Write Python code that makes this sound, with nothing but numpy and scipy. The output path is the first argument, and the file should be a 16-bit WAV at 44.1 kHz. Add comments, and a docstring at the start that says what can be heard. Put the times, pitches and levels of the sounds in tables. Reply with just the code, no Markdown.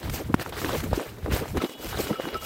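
"""Wind on the microphone comes first, a lumpy rumble with fluttering eddies, then a low thump at 0.12 s. On a
dirt track, phone in hand, someone walks: soles knock and scuff the grit and cloth swishes (shaped noise, short
pulses), and pebbles ping. From about 1.6 s a cow bell clanks nearby, its decaying modes struck by a clapper
while long upper partials waver. A faint far field hush lies under it all."""
import sys
import numpy as np
from scipy import signal
from scipy.fft import rfft, irfft
from scipy.io import wavfile
from scipy.ndimage import uniform_filter1d

SR = 44100
rng = np.random.default_rng(int(sys.argv[2]) if len(sys.argv) > 2 else 0)


def materialize(psi):
    """Save the field psi as 16-bit PCM at rate SR to the path in sys.argv[1].

    A 1-D psi becomes a single channel; in a 2-D psi each row is a channel.
    """
    bounded = np.clip(np.atleast_2d(psi).T, -1, 1)
    quanta = np.round(bounded * 32767).astype(np.int16)
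    wavfile.write(sys.argv[1], SR, quanta)


N = 108045  # length [samples]


def gain_of(db):
    """Decibels as an amplitude factor."""
    return 10 ** (np.asarray(db) / 20)


def evened(x):
    """The signal scaled to rms 1."""
    return x / np.sqrt(np.mean(x ** 2) + 1e-20)


def curve(table, column):
    """A table column joined by straight lines over time, for every sample."""
    rows = np.array(table)
    return np.interp(np.arange(N) / SR, rows[:, 0], rows[:, column])


def level(table, column):
    """A table column in dB as a gain for every sample."""
    return gain_of(curve(table, column))


def coloured(x, points):
    """Gives a flat signal the spectrum in points, at rms 1."""
    f, db = np.transpose(points)
    hz = np.fft.rfftfreq(N, 1 / SR)
    # beyond either end of the table the spectrum drops by 30 dB
    shape = gain_of(np.interp(np.log(hz + 1), np.log(f + 1), db, db[0] - 30, db[-1] - 30))
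    return evened(irfft(rfft(x) * shape, N))


def smoothed_twice(x, width):
    """Two running means in a row."""
    return uniform_filter1d(uniform_filter1d(x, width), width)


def lumps(seconds, depth_db):
    """Random swelling and sinking as a gain, in lumps about so many seconds long."""
    width = max(round(seconds * SR), 2)
    wander = evened(smoothed_twice(rng.standard_normal(N), width))
    return evened(gain_of(depth_db * wander))


def patchy(x, depth_db):
    """Random loud and soft patches, about 15 ms by 800 Hz: clumps of grit of unlike size."""
    z = signal.stft(x, nperseg=256, noverlap=192)[2]
    field = rng.standard_normal(z.T.shape)
    field = uniform_filter1d(field, size=9, axis=0)  # along time
    field = uniform_filter1d(field, size=5, axis=1).T  # along frequency
    patched = z * gain_of(depth_db * evened(field))
    return evened(signal.istft(patched, nperseg=256, noverlap=192)[1][:N])


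def steadied(x, share):
    """Evens out the deep random fades of narrow noise."""
    size = uniform_filter1d(abs(signal.hilbert(x)), 200)
    return evened(x / (size + 0.51) ** share)


def resonate(x, hz, width_hz):
    """A resonance with moving pitch: shifts the curve hz down to zero, smooths twice, and shifts back."""
    turn = np.exp(2j * np.pi * np.cumsum(hz) / SR)
    r = np.exp(-np.pi * width_hz / SR)
    smooth = signal.lfilter([1], np.convolve([1, -r], [1, -r]), x / turn)
    return evened((turn * smooth).real)


def ring(hz, t60, rise_s, seconds):
    """One dying mode with a soft start."""
    t = np.arange(round(seconds * SR)) / SR
    return np.minimum(t / rise_s, 1) * gain_of(-60 * t / t60) * np.sin(2 * np.pi * hz * t)


def pulse(hz, cycles, size):
    """A push of about one cycle: quick rise, barely rising pitch, no ring."""
    turns = hz * np.arange(size) / SR
    swell = turns / cycles * np.exp(1 - turns / cycles)
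    return swell * np.sin(2 * np.pi * turns ** 1.02)


def add(mix, s, sound):
    """Lays a sound into the mix from s seconds on."""
    part = mix[round(s * SR):][:len(sound)]
    part += sound[:len(part)]


# hush of the far field: (frequency [Hz], relative density [dB per Hz])
HUSH_SPECTRUM = [(150, -53), (250, 10), (697, -4), (1500, -11), (1600, -9), (2230, -22), (7660, -65),
                 (15900, -34)]
HUSH_DB = -52.5  # rms


def far_hush():
    """Steady noise with the spectrum of the distant open field."""
    return gain_of(HUSH_DB) * coloured(rng.standard_normal(N), HUSH_SPECTRUM)


# wind rumble at the microphone: (time [s], level [dB])
RUMBLE_LEVEL = [(0.0, -61), (0.05, -32.5), (0.09, -33), (0.12, -29.5), (0.23, -48.5), (0.27, -31),
                (0.31, -38), (0.35, -35), (0.37, -38), (0.42, -39), (0.44, -55), (0.48, -37), (0.5, -45),
                (0.71, -33), (0.76, -39.5), (0.78, -26), (0.8, -33.5), (0.9, -30.5), (0.93, -34.5),
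                (0.97, -30), (1.04, -86), (1.08, -44), (1.21, -45), (1.25, -32.5), (1.27, -36.5),
                (1.34, -25.5), (1.36, -33), (1.38, -41), (1.4, -33), (1.44, -39), (1.46, -49), (1.49, -39),
                (1.52, -31), (1.55, -33), (1.58, -24.5), (1.67, -87), (1.75, -84), (1.77, -56),
                (1.88, -36.5), (1.93, -38), (1.95, -33), (2.06, -38), (2.07, -45), (2.11, -58), (2.16, -61),
                (2.26, -41), (2.31, -66), (2.35, -37), (2.39, -49.5), (2.45, -47)]
# spectrum of that rumble: (frequency [Hz], relative density [dB per Hz])
RUMBLE_SPECTRUM = [(20, -22), (35, -11), (60, -2), (100, -2.5), (150, -7), (250, -15)]
# eddies at the microphone port: (time [s], level [dB], pitch [Hz])
EDDIES = [(0.0, -52, 298), (0.012, -42, 318), (0.12, -43.5, 200), (0.142, -30, 221), (0.16, -54, 208),
          (0.203, -33, 370), (0.278, -55, 203), (0.3, -27.5, 200), (0.326, -43, 215), (0.365, -47, 202),
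          (0.407, -40, 261), (0.443, -50.5, 415), (0.465, -32.5, 434), (0.513, -54.5, 358),
          (0.539, -38, 420), (0.609, -44, 327), (0.639, -30.5, 393), (0.681, -37, 295), (0.725, -34, 467),
          (0.76, -31.5, 430), (0.798, -43, 215), (0.853, -29, 242), (0.903, -41, 197), (0.915, -34.5, 197),
          (0.95, -56, 333), (0.974, -37, 350), (1.02, -33, 444), (1.046, -52, 464), (1.066, -38.5, 406),
          (1.1, -50, 356), (1.158, -52, 211), (1.195, -38.5, 380), (1.238, -56, 362), (1.254, -39, 417),
          (1.288, -33, 285), (1.32, -35, 282), (1.366, -37.5, 370), (1.388, -48, 338), (1.404, -36.5, 276),
          (1.438, -30, 393), (1.461, -36, 383), (1.492, -68, 188), (1.549, -29, 316), (1.578, -23, 297),
          (1.599, -38, 330), (1.645, -26, 330), (1.679, -52, 332), (1.696, -37.5, 445), (1.73, -48, 460),
          (1.784, -51.5, 323), (1.838, -34.5, 418), (1.884, -40, 237), (1.968, -44, 281),
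          (2.004, -22.5, 376), (2.025, -39.5, 382), (2.11, -29.5, 252), (2.144, -31, 350),
          (2.164, -47, 386), (2.202, -31.5, 486), (2.223, -48, 310), (2.244, -33, 265), (2.272, -30.5, 288),
          (2.292, -42, 296), (2.357, -34.5, 420), (2.374, -48, 407), (2.45, -44, 496)]
EDDY_LUMP_S, EDDY_LUMP_DB = 0.018, 8
EDDY_WIDTH_HZ, EDDY_WIDE_HZ, EDDY_WIDE_DB = 270, 392, 5  # narrow and wide resonance, wide over narrow


def wind():
    """Lumpy rumble, and eddies across the microphone port that flutter at a wandering pitch."""
    rumble = coloured(rng.standard_normal(N) * lumps(0.0071, 0.76), RUMBLE_SPECTRUM)
    puffs = rng.standard_normal(N) * lumps(EDDY_LUMP_S, EDDY_LUMP_DB)
    hz = curve(EDDIES, 2)
    flutter = resonate(puffs, hz, EDDY_WIDTH_HZ)
    flutter += gain_of(EDDY_WIDE_DB) * resonate(puffs, hz, EDDY_WIDE_HZ)
    # the range below 130 Hz is left to the rumble
    flutter = signal.sosfilt(signal.butter(4, 130, "high", fs=SR, output="sos"), flutter)
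    rumble = level(RUMBLE_LEVEL, 1) * steadied(rumble, 0.22)
    return rumble + level(EDDIES, 1) * steadied(evened(flutter), 0.67)


# low heavy thumps of the heel's weight, and shorter slams: # (centre time [s], peak level [dB], pitch [Hz],
# time from centre to 123 dB down [s])
THUMPS_AND_SLAMS = [(0.12, -31, 66.7, 0.045), (0.932, -19, 68.5, 0.039), (0.979, -16, 350, 0.011),
                    (1.341, -20, 57.6, 0.049), (1.641, -17.5, 293, 0.014), (2.113, -21, 176, 0.011)]


def slams():
    """A few low swings, each rising a little in pitch."""
    out, t = np.zeros(N), np.arange(N) / SR
    for s, db, hz, length in THUMPS_AND_SLAMS:
        u = (t - s) / length
        turns = hz * (t - s) * (1 + 0.032 * u)
        out += gain_of(db - 123 * u ** 2) * np.cos(2 * np.pi * turns)
    return out


# short modes of the nearby cow bell: (pitch [Hz], level over blow [dB], 60 dB decay time [s])
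BELL_MODES = [(1309, 2.5, 0.086), (2350, -11, 0.05), (5100, -15, 0.027)]
# clapper blows: (time [s], level [dB])
CLAPPER_BLOWS = [(1.602, -31.5), (2.0936, -43), (2.1256, -31.5), (2.155, -30), (2.3433, -29.5),
                 (2.3534, -26.5), (2.4214, -34)]
# long upper partials, mostly in close pairs, kept going by the rattling clapper:
# (pitch [Hz], start time [s], rms level at start [dB], growth [dB per s])
LONG_PARTIALS = [(2859, 2.1, -54, 12), (2947, 1.55, -53, 2), (3268, 1.98, -60.5, 6),
                 (3358, 1.53, -57.5, -1), (3787, 1.66, -63, 2)]
WAVER_S, WAVER_DB = .015, 2.8


def bell():
    """Every blow rings the same short modes; the long partials swell in and waver."""
    out, t = np.zeros(N), np.arange(N) / SR
    for s, blow_db in CLAPPER_BLOWS:
        for hz, db, t60 in BELL_MODES:
            start = s + 0.00056 * rng.random()
            add(out, start, gain_of(blow_db + db) * ring(hz, t60, 0.0022, .4))
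    for hz, s, db, growth_db in LONG_PARTIALS:
        # phase walks at random, in turns
        drift = rng.random() + np.cumsum(rng.standard_normal(N)) * np.sqrt(.8 / SR)
        swell = np.clip((t - s) / 0.036, 0, 1) * gain_of(db + growth_db * (t - s))
        tone = np.sqrt(2) * np.sin(2 * np.pi * (hz * t + drift))
        out += swell * lumps(WAVER_S, WAVER_DB) * tone
    return out


# soles scuffing and cloth swishing: (time [s], treble level [dB], mids over treble [dB])
SCUFF_LEVEL = [(0.0, -50.5, 0), (0.02, -55, 9.5), (0.05, -48.5, 11), (0.09, -57.5, 11.5), (0.096, -56, 0),
               (0.116, -46.5, -2), (0.146, -34.5, -2), (0.318, -71.5, 19), (0.332, -59, 13),
               (0.358, -71, 15), (0.418, -38.5, 9.5), (0.444, -52.5, 11), (0.472, -48, 3.5),
               (0.486, -57, 10.5), (0.496, -45.5, 1), (0.512, -58.5, 8), (0.524, -54, 11.5),
               (0.592, -41, 4), (0.744, -43, 7.5), (0.766, -36.5, 1.5), (0.832, -50, 4.5), (0.84, -41.5, 2),
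               (0.87, -57, 8), (0.922, -57, 12.5), (0.94, -51.5, 16.5), (0.964, -39, -3.5),
               (0.994, -50.5, 12), (1.002, -46.5, 3), (1.082, -52.5, 9), (1.098, -52, 7.5),
               (1.132, -58.5, 7), (1.2, -58.5, 3.5), (1.262, -60.5, 14.5), (1.288, -83, 35),
               (1.326, -37, 9), (1.38, -36.5, 3), (1.44, -53, 8.5), (1.502, -47.5, 1.5),
               (1.554, -69.5, 17.5), (1.582, -52, 19), (1.596, -55, 11), (1.624, -43, 13.5),
               (1.684, -50.5, 0.5), (1.7, -47.5, 5), (1.772, -57.5, 3.5), (1.83, -43, 3),
               (1.882, -43.5, 2.5), (1.894, -38.5, 0.5), (1.948, -50, 11.5), (2.008, -34, -2),
               (2.172, -55, 12), (2.18, -55, 3), (2.226, -48.5, 10.5), (2.284, -48, 4.5),
               (2.332, -56, 11.5), (2.344, -53, 19), (2.374, -48.5, 2), (2.386, -57, 9.5),
               (2.436, -42.5, -2.5), (2.45, -38.5, 4)]
# treble of the scuffs: (frequency [Hz], relative density [dB per Hz])
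TREBLE_SPECTRUM = [(1290, -62), (2200, 0.5), (2800, -3), (3010, 0), (3500, -6.5), (4830, 3), (8200, 2),
                   (10300, -3), (13400, 4), (15900, 0)]
# mids of the scuffs: (frequency [Hz], relative density [dB per Hz])
MID_SPECTRUM = [(300, 2.5), (600, 1), (1000, -0.5), (1600, -1), (2500, -7), (4000, -10), (7000, -41)]
GRAINS_PER_S, GRAIN_SPREAD_DB, GRAIN_SHARE = 4000, 6.5, 0.26
STONES_PER_S, STONE_DECAY_S, STONE_DB = 150, 0.0047, -5.5  # stones that snap under the sole


def strikes(per_s, cap):
    """Random moments, each with a gain of its own; cap limits the rare loud ones."""
    loudness = gain_of(GRAIN_SPREAD_DB * np.minimum(rng.exponential(1, N), cap))
    return loudness * (rng.random(N) < per_s / SR)


def scuffs():
    """Hiss mixed with grains of grit; mids and treble swell together, and snapping stones chop the mids."""
    grit = evened(strikes(GRAINS_PER_S, 4) * rng.standard_normal(N))
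    rub = GRAIN_SHARE * grit + (1 - GRAIN_SHARE) * rng.standard_normal(N)
    treble = patchy(coloured(rub, TREBLE_SPECTRUM), 2.4) * lumps(0.0049, 0.96)
    decay = np.exp(-1 / (STONE_DECAY_S * SR))
    snaps = evened(signal.lfilter([1], [1, -decay], strikes(STONES_PER_S, 3)))
    mids = patchy(coloured(rub, MID_SPECTRUM), 3) * evened(1 + gain_of(STONE_DB) * snaps)
    return level(SCUFF_LEVEL, 1) * (treble + level(SCUFF_LEVEL, 2) * mids)


# pebbles flicked away: (time [s], level [dB], pitch [Hz])
PEBBLES = [(0.4936, -38.5, 11100), (0.8397, -36, 12300), (0.9074, -42, 4340), (1.001, -41, 6940),
           (1.0154, -37.5, 8700), (1.584, -51, 4870), (1.899, -45, 4940), (1.9544, -42, 9700),
           (2.3435, -32.5, 5000)]


def pebbles():
    """Short high pings, roughened by noise."""
    out, size = np.zeros(N), 2000
    for s, db, hz in PEBBLES:
        ping = ring(hz, 7 * 0.0027, 0.00012, size / SR)
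        add(out, s, gain_of(db) * ping * (1.25 + 0.18 * rng.standard_normal(size)))
    return out


# heel and toe on the track, close below the microphone:
# (time [s], crack level [dB], thud pitch [Hz], thud over crack [dB], crack pitch [Hz], grit over crack [dB])
FOOT_KNOCKS = [(0.096, -25.5, 184, -2.5, 1765, 1), (0.341, -7.5, 238, 2, 1100, -16.5),
               (0.396, -21, 670, -2, 1400, -9), (0.461, -19.5, 456, -11, 1080, -35),
               (0.616, -20.5, 300, -7, 980, -10), (0.645, -18, 335, -1, 1290, -8.5),
               (0.692, -16.5, 444, -3, 825, -9.5), (0.75, -36, 370, 18, 764, -18),
               (0.779, -30.5, 255, 0, 990, 0), (0.802, -27, 211, -21, 1170, 1),
               (0.93, -10.5, 184, -8.5, 565, -17.5), (0.9960, -20.5, 264, -10, 1020, -21),
               (1.26, -22.5, 580, 7, 880, -21), (1.362, -25.5, 484, 8.5, 1260, 2),
               (1.456, -24.5, 296, -13, 760, -15), (1.57, -19, 424, 2, 770, -7),
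               (1.577, -22.5, 300, 1.5, 1510, -24), (1.618, -20.5, 395, -1, 1420, -8),
               (1.693, -31.5, 460, 4, 900, -2), (2.13, -28, 440, 3, 1290, -22),
               (2.197, -24.5, 616, 9, 794, -14), (2.2047, -23.5, 407, -20, 1500, -15),
               (2.2538, -22, 387, -3, 1100, -15), (2.342, -37, 466, -4, 1250, -19)]
CRACK_CYCLES, CRACK_AT_S = .55, .0013  # the crack peaks just after first touch
THUD_CYCLES, THUD_LOW = .3, 0.24  # a thud lacks bass below this share of its pitch
SPRAY_HZ, CRUNCH_S = 1800, 0.0034  # treble limit and decay of the grit
ROCK_S, ROCK_DB = 0.00109, -19  # the sole touches lightly just before the crack
REBOUND_S, REBOUND_DB = 0.001667, -10.5  # shortest delay; up to twice as long


def knocks():
    """A light touch, a sharp crack, the thud just after it, a rebound and a crunch of grit."""
    out, t = np.zeros(N), np.arange(2000) / SR
    dull = np.exp(-2 * np.pi * SPRAY_HZ / SR)
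    for s, db, thud_hz, thud_db, crack_hz, grit_db in FOOT_KNOCKS:
        turns = crack_hz * (t - CRACK_AT_S)
        crack = np.cos(2 * np.pi * turns) + 0.2 * np.cos(2 * np.pi * 2.15 * turns)
        crack *= np.exp(-(turns / CRACK_CYCLES) ** 2)
        grit = signal.lfilter([1, -1], np.convolve([1, -dull], [1, -.9]), rng.standard_normal(len(t)))
        crunch = grit * np.minimum(t / 0.0045, 1) * np.exp(-t / CRUNCH_S)
        bass_cut = signal.butter(1, THUD_LOW * thud_hz, "high", fs=SR)
        thud = signal.lfilter(*bass_cut, pulse(thud_hz, THUD_CYCLES, len(t)))
        add(out, s - ROCK_S, gain_of(db + ROCK_DB) * crack)
        add(out, s, gain_of(db) * (crack + gain_of(grit_db) * crunch))
        add(out, s + 0.0015, gain_of(db + thud_db) * thud)
        add(out, s + REBOUND_S * (1 + rng.random()), -gain_of(db + REBOUND_DB) * crack)
    return out


def scene():
    """All layers, from the far field to the feet, on one channel."""
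    surroundings = far_hush() + wind() + slams() + bell()
    walking = scuffs() + pebbles() + knocks()
    return (surroundings + walking)[None]


def record(dry):
    """The band limit: a steep low-pass at 15850 Hz."""
    lowpass = signal.firwin(511, 15850, window=("kaiser", 9), fs=SR)
    return signal.oaconvolve(dry, lowpass[None], "same")


dry = scene()
out = record(dry)
materialize(out)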